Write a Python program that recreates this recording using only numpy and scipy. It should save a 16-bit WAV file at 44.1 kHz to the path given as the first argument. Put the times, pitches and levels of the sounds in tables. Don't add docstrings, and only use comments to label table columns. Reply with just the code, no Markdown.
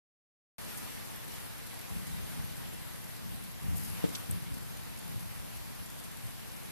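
import sys
import numpy as np
from scipy import signal
from scipy.fft import rfft, irfft, next_fast_len
from scipy.io import wavfile
from scipy.ndimage import uniform_filter1d, map_coordinates

SR = 44100
rng = np.random.default_rng(int(sys.argv[2]) if len(sys.argv) > 2 else 0)


def wav_out(sig):
    wavfile.write(sys.argv[1], SR, np.round(np.clip(np.atleast_2d(sig).T, -1, 1) * 32767).astype(np.int16))


N = 295911

# time_s, relative_level_db
DOWNPOUR = [(0.6, -52.5), (0.85, -52.5), (1.12, -53), (1.22, -54.5), (1.33, -52.5), (1.55, -54.5),
            (2.3, -53), (3.0, -55), (3.55, -56.5), (3.8, -53.5), (4.06, -52.5), (4.4, -55), (6.7, -55.5)]
TOP_HZ = 14300


def amp(db):
    return 10 ** (np.asarray(db) / 20)


def unit(x):
    return x / np.sqrt(np.mean(x ** 2) + 1e-20)


def along(points, hz):
    knots_hz, values = np.transpose(points)
    return np.interp(np.log(hz + 1), np.log(knots_hz + 1), values)


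def over_time(points):
    return np.interp(np.arange(N) / SR, *np.transpose(points))


def wobble(rate):
    return map_coordinates(rng.standard_normal(int(N * rate / SR) + 4), [np.arange(N) * rate / SR])


def filtered(x, response):
    n = x.shape[-1]
    padded = next_fast_len(n + 8192)
    return irfft(rfft(x, padded) * response(np.fft.rfftfreq(padded, 1 / SR)), padded)[..., :n]


def patchy_noise(patchy_db):
    spectra = signal.stft(rng.standard_normal((2, N)), nperseg=512)[2]
    patches = uniform_filter1d(rng.standard_normal(spectra.shape[1:]), size=7, axis=0)
    patches = uniform_filter1d(patches, size=12, axis=1)
    return signal.istft(spectra * amp(patchy_db * unit(patches)), nperseg=512)[1][:, :N]


def diffuse(pair, spectrum, spacing_m=0.15, sound_speed_m_s=343):
    def response(hz):
        turn = np.arccos(np.sinc(2 * hz * spacing_m / sound_speed_m_s)) / 2
        return amp(along(spectrum, hz)) * [np.cos(turn), np.sin(turn)]
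    common, apart = filtered(pair, response)
    return unit(np.array([common + apart, common - apart]))


def from_side(x, lead_s):
    return filtered(x, lambda hz: np.exp(1j * np.pi * hz * lead_s * np.array([[-1], [1]])))


def surge(t, hold_s, attack_s, release_s):
    return np.clip(t / attack_s, 0, 1) * np.exp(-np.maximum(t - hold_s, 0) / release_s)


def surges(rows, attack_s, release_s):
    t = np.arange(N) / SR
    return sum((amp(db) * surge(t - s, hold, attack_s, release_s)) ** 2 for s, db, hold in rows)


def roar():
    # frequency_hz, density_db
    rain_spectrum = [(30, -18), (90, 4.5), (200, 8.5), (295, 7), (370, 2.5), (450, 3), (560, 1.3),
                     (760, 1.3), (950, 0.5), (1300, -2.5), (1750, -2.5), (2300, -4), (2800, -4.5),
                     (3300, -6.5), (4000, -8), (6500, -14.5), (14000, -19)]
    wash = diffuse(patchy_noise(patchy_db=1.4), rain_spectrum)
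    direct = filtered(rng.standard_normal(N), lambda hz: amp(along(rain_spectrum, hz)))
    direct = unit(from_side(direct, lead_s=0.00029))
    level_db = over_time(DOWNPOUR) + 6.5 + 0.24 * wobble(15)
    return amp(level_db) * unit(wash + amp(-6.5) * direct)


def drops(rate, spread_db):
    when, strength, direction = rng.random((int(rate * N / SR), 3)).T
    at = (when * (N - 1)).astype(int)
    size = amp(spread_db * np.minimum(-np.log(1 - strength), 3.6))
    turn = direction * np.pi / 2
    return unit(np.array([np.bincount(at, size * side, N) for side in (np.cos(turn), np.sin(turn))]))


def spray(splat_t60_s=0.042):
    # start_s, level_db, hold_s
    sheets = [(.67, -52.5, 0.17), (3.755, -49, 0.09), (4.12, -50, 0.025)]
    # frequency_hz, density_db
    spray_spectrum = [(800, 0), (2500, -11), (4500, -3.5), (7000, -4), (9500, -2), (12000, -1.5),
                      (14300, -10)]
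    rain_db = over_time(DOWNPOUR)
    steady_db = -54 + 0.82 * (rain_db - rain_db.mean())
    level_db = 10 * np.log10(amp(steady_db) ** 2 + surges(sheets, attack_s=0.0088, release_s=0.12))
    hiss = diffuse(patchy_noise(patchy_db=2.1), spray_spectrum)
    t = np.arange(SR // 50) / SR
    decay = amp(-60 * t / splat_t60_s)[None]
    splat_power = signal.fftconvolve(drops(rate=360, spread_db=16) ** 2, decay ** 2, axes=1)[:, :N]
    patter = diffuse(np.sqrt(np.abs(splat_power)) * rng.standard_normal((2, N)), spray_spectrum)
    return amp(level_db + 0.27 * wobble(8.7)) * (amp(-2) * hiss + amp(-10.5) * patter)


def wind_pressure(steady_db=-47.5, eddy_db=0.5, eddy_decay_s=0.27):
    # start_s, level_db, hold_s
    gusts = [(1.9, -39, 0.066), (2.07, -42.5, 0.14), (2.35, -40, 0.079), (3.22, -43.5, 0.12),
             (3.615, -37.5, 0.16), (3.875, -53, 0.026), (4.28, -38.5, 0.082), (4.49, -42.5, 0.05),
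             (5.04, -43.5, 0.17), (5.53, -49, 0.06)]
    gust_power = surges(gusts, attack_s=0.014, release_s=0.032)
    fade = np.exp(-1 / (eddy_decay_s * SR))
    eddy_power = amp(eddy_db) ** 2 * signal.lfilter([1 - fade], [1, -fade], gust_power)
    return 10 * np.log10(amp(steady_db) ** 2 + gust_power + eddy_power)


def resonances(modes):
    return lambda f: sum((-1) ** k * amp(db) * 1j * f * width / (pitch ** 2 - f ** 2 + 1j * f * width)
                         for k, (pitch, width, db) in enumerate(modes))


def evened(pane):
    return pane / np.sqrt(np.abs(uniform_filter1d(pane[0] ** 2, size=2600)) + 0.031)


def wind():
    # frequency_hz, density_db
    rumble_spectrum = [(15, -30), (30, -17), (48, -2), (75, -0.5), (102, 3), (135, 0.5), (178, -3),
                       (225, -7), (320, -19), (600, -32), (1500, -55)]
    # frequency_hz, density_db
    drive_spectrum = [(30, -19), (80, -8), (300, -8), (900, -33)]
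    # pitch_hz, bandwidth_hz, level_db
    pane_modes = [(105, 28, -6.5), (124, 13, -10.5), (155, 15, 0), (180.3, 18.5, 1.5), (224, 9, -6.5),
                  (285.5, 12, -14.5)]
    level_db = wind_pressure()
    rumble = diffuse(rng.standard_normal((2, N)), rumble_spectrum)
    drive = diffuse(rng.standard_normal((2, N)), drive_spectrum)
    drumming = unit(filtered(drive, resonances(pane_modes)))
    drumming = from_side(drumming, lead_s=-0.00012)
    modal_share = 0.57 / (1 + np.exp(-(level_db + 40) / 3))
    pane = np.sqrt(1 - modal_share) * rumble + np.sqrt(modal_share) * drumming
    return amp(level_db) * evened(pane) * amp([[0.5], [-0.5]])


def burst(centre_hz, width_octaves, length_s, attack_s=0.00072):
    def colour(hz):
        return np.exp(-0.5 * (np.log2((hz + 1) / centre_hz) / width_octaves) ** 2) * (hz < TOP_HZ)
    t = np.arange(SR // 3) / SR
    uneven = amp(unit(uniform_filter1d(rng.standard_normal(len(t)), size=90)))
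    fizz = filtered(uneven * rng.standard_normal((2, len(t))), colour)
    crackle = filtered(drops(rate=420, spread_db=5)[:, :len(t)], lambda hz: np.sqrt(colour(hz)))
    envelope = (1 - np.exp(-t / attack_s)) * np.exp(-(t / length_s) ** 2)
    return envelope * unit(fizz + amp(-11) * crackle)


def splashes():
    # start_s, level_db, centre_hz, width_octaves, length_s
    impacts = [(0.773, -49, 9000, 1, 0.02), (1.159, -50, 10000, 0.37, 0.0064),
               (1.354, -55, 5000, 0.94, 0.039), (1.672, -47, 8000, 0.97, 0.0036),
               (2.734, -54, 10000, .6, 0.014), (3.76, -44, 12000, .3, .002), (3.768, -47, 12000, 0.5, .008),
               (3.779, -46, 12000, .4, .004), (3.78, -46.5, 8500, .7, 0.006),
               (3.834, -44, 12000, 0.35, 0.005), (3.845, -50, 10500, .6, 0.011),
               (3.8995, -45, 9500, .6, 0.005), (4.04, -47, 2010, 1, 0.026), (4.54, -52, 9000, .75, 0.013),
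               (4.987, -50.5, 9200, 0.46, 0.01)]
    out = np.zeros((2, N + SR))
    for start_s, db, centre_hz, width_octaves, length_s in impacts:
        splash = amp(db) * burst(centre_hz, width_octaves, length_s)
        out[:, round(start_s * SR):][:, :splash.shape[1]] += splash
    return out[:, :N]


def buffets():
    # start_s, level_db, hold_s, pitch_ratio
    shoves = [(1.945, -44, 0.03, .7), (2.111, -42, 0.026, 0.74), (2.197, -45, 0.045, 0.72),
              (2.387, -44, 0.04, .7), (3.31, -50, .04, 0.69), (3.651, -33.5, 0.1, 0.95),
              (3.883, -39.5, .045, 1), (4.29, -35.5, 0.064, 1.05), (4.502, -39, .03, 0.71),
              (5.139, -41, 0.034, 1.17), (5.25, -42, 0.032, 1), (5.383, -39, 0.02, 0.85),
              (5.554, -43, .025, .9), (5.79, -45, .025, 0.96), (6.232, -40, 0.036, 1.12)]
    # frequency_hz, density_db
    flex_spectrum = [(18, -24), (35, -17), (60, -2), (95, 6), (140, -25), (300, -36), (900, -70)]
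    out, t = np.zeros((2, N + SR)), np.arange(SR // 3) / SR
    for start_s, db, hold_s, pitch_ratio in shoves:
        shifted = np.array(flex_spectrum) * [pitch_ratio, 1]
        swing = evened(diffuse(rng.standard_normal((2, len(t))), shifted))
        push = amp(db) * surge(t, hold_s, attack_s=0.012, release_s=0.018)
        out[:, round(start_s * SR):][:, :len(t)] += push * swing
    return out[:, :N] * amp([[0.5], [-0.5]])


def knock():
    # start_s, level_db
    blows = [(4.0405, -24.5), (4.0473, -35), (4.0622, -58), (4.0897, -45)]
    # pitch_hz, level_db, t60_s
    wall_modes = [(136.2, -13, 0.064), (192, 2.5, 0.071), (273, 2.5, 0.061), (324, -2, 0.069),
                  (440, 2.5, 0.036), (495, 0.5, 0.039), (630, -13, 0.031), (850, -12, 0.07)]
    thump, t = np.zeros(N + SR), np.arange(SR // 2) / SR
    ring = sum(amp(db - 60 * t / t60) * np.sin(2 * np.pi * hz * t) for hz, db, t60 in wall_modes)
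    for start_s, db in blows:
        thump[round(start_s * SR):][:len(t)] -= amp(db) * ring * (1 - np.exp(-t / 0.00022))
    thump = signal.sosfilt(signal.butter(2, [95, 920], "bandpass", fs=SR, output="sos"), thump)[:N]
    direct = np.array([np.roll(thump, 4), thump])
    return (direct + amp(-11.5) * ring_out(thump, t60_s=0.24)) * amp([[0.7], [-0.7]])


def ring_out(x, t60_s):
    t = np.arange(SR // 2) / SR
    tail = rng.standard_normal((2, len(t))) * amp(-60 * t / t60_s)
    common, apart = signal.fftconvolve(x[None], tail / np.linalg.norm(tail[0]), axes=1)[:, :N]
    return np.array([common + 0.31 * apart, common - 0.29 * apart])


def clicks(hits, modes, attack_s, dispersion_s=0, scatter_db=0.8, detune=0.02):
    out = np.zeros((2, N + SR))
    hz, mode_db, t60 = np.transpose(modes)[:, :, None]
    delay_s = dispersion_s * (np.sqrt(hz.max() / hz) - 1)
    t = np.maximum(np.arange(SR // 20) / SR - delay_s, 0)
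    for start_s, db in hits:
        louder, higher, phase = rng.standard_normal((3, 2, len(modes), 1))
        envelope = amp(db + mode_db + scatter_db * louder - 60 * t / t60) * (1 - np.exp(-t / attack_s))
        ring = envelope * np.sin(2 * np.pi * (hz * (1 + detune * higher) * t + phase))
        out[:, round(start_s * SR):][:, :t.shape[1]] += ring.sum(axis=1)
    return out[:, :N]


def debris():
    # start_s, level_db
    taps = [(4.1502, -32.5), (4.1520, -35.5), (4.1530, -38), (4.1545, -33.5), (4.1558, -42),
            (4.1578, -35.5)]
    # pitch_hz, level_db, t60_s
    tap_modes = [(2860, -14, 0.0068), (3480, 2.5, 0.007), (4600, -5.5, 0.006), (5900, -0.5, 0.0046),
                 (7650, -0.5, 0.007)]
    scrape = amp(-40.5) * burst(centre_hz=4000, width_octaves=0.68, length_s=0.01)
    out = clicks(taps, tap_modes, attack_s=0.00024)
    out[:, round(taps[0][0] * SR):][:, :scrape.shape[1]] += scrape
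    return out


def hard_drop():
    # start_s, level_db
    ticks = [(4.3102, -30.5), (4.3127, -36)]
    # pitch_hz, level_db, t60_s
    tick_modes = [(8400, 3, 0.0081), (9900, -1, 0.0076), (11500, -4, 0.0041), (12400, -5, .004),
                  (14000, -3, .005)]
    return clicks(ticks, tick_modes, attack_s=0.00027, dispersion_s=0.00265)


def scene():
    return roar() + spray() + wind() + splashes() + buffets() + knock() + debris() + hard_drop()


def record(dry):
    # centre_hz, bandwidth_hz, gain_db
    ports = [(12080, 4320, 11.5), (9640, 2200, 4)]
    # frequency_hz, gain_db
    right_tilt = [(200, -0.11), (900, -0.4), (1500, -0.1), (2500, 1.3), (4000, 2.5), (7500, 3.5),
                  (11000, 0.0), (14000, -0.5)]

    def port_response(hz):
        return np.array([amp(db / (1 + (2 * (hz - centre) / width) ** 2)) for centre, width, db in ports])
    left, right = filtered(dry, port_response)
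    right = -filtered(right, lambda hz: amp(along(right_tilt, hz)))
    running = np.arange(N) / SR >= 0.583
    return filtered(np.array([left, right]) * running, lambda hz: 1 / np.sqrt(1 + (hz / TOP_HZ) ** 600))


dry = scene()
out = record(dry)
wav_out(out)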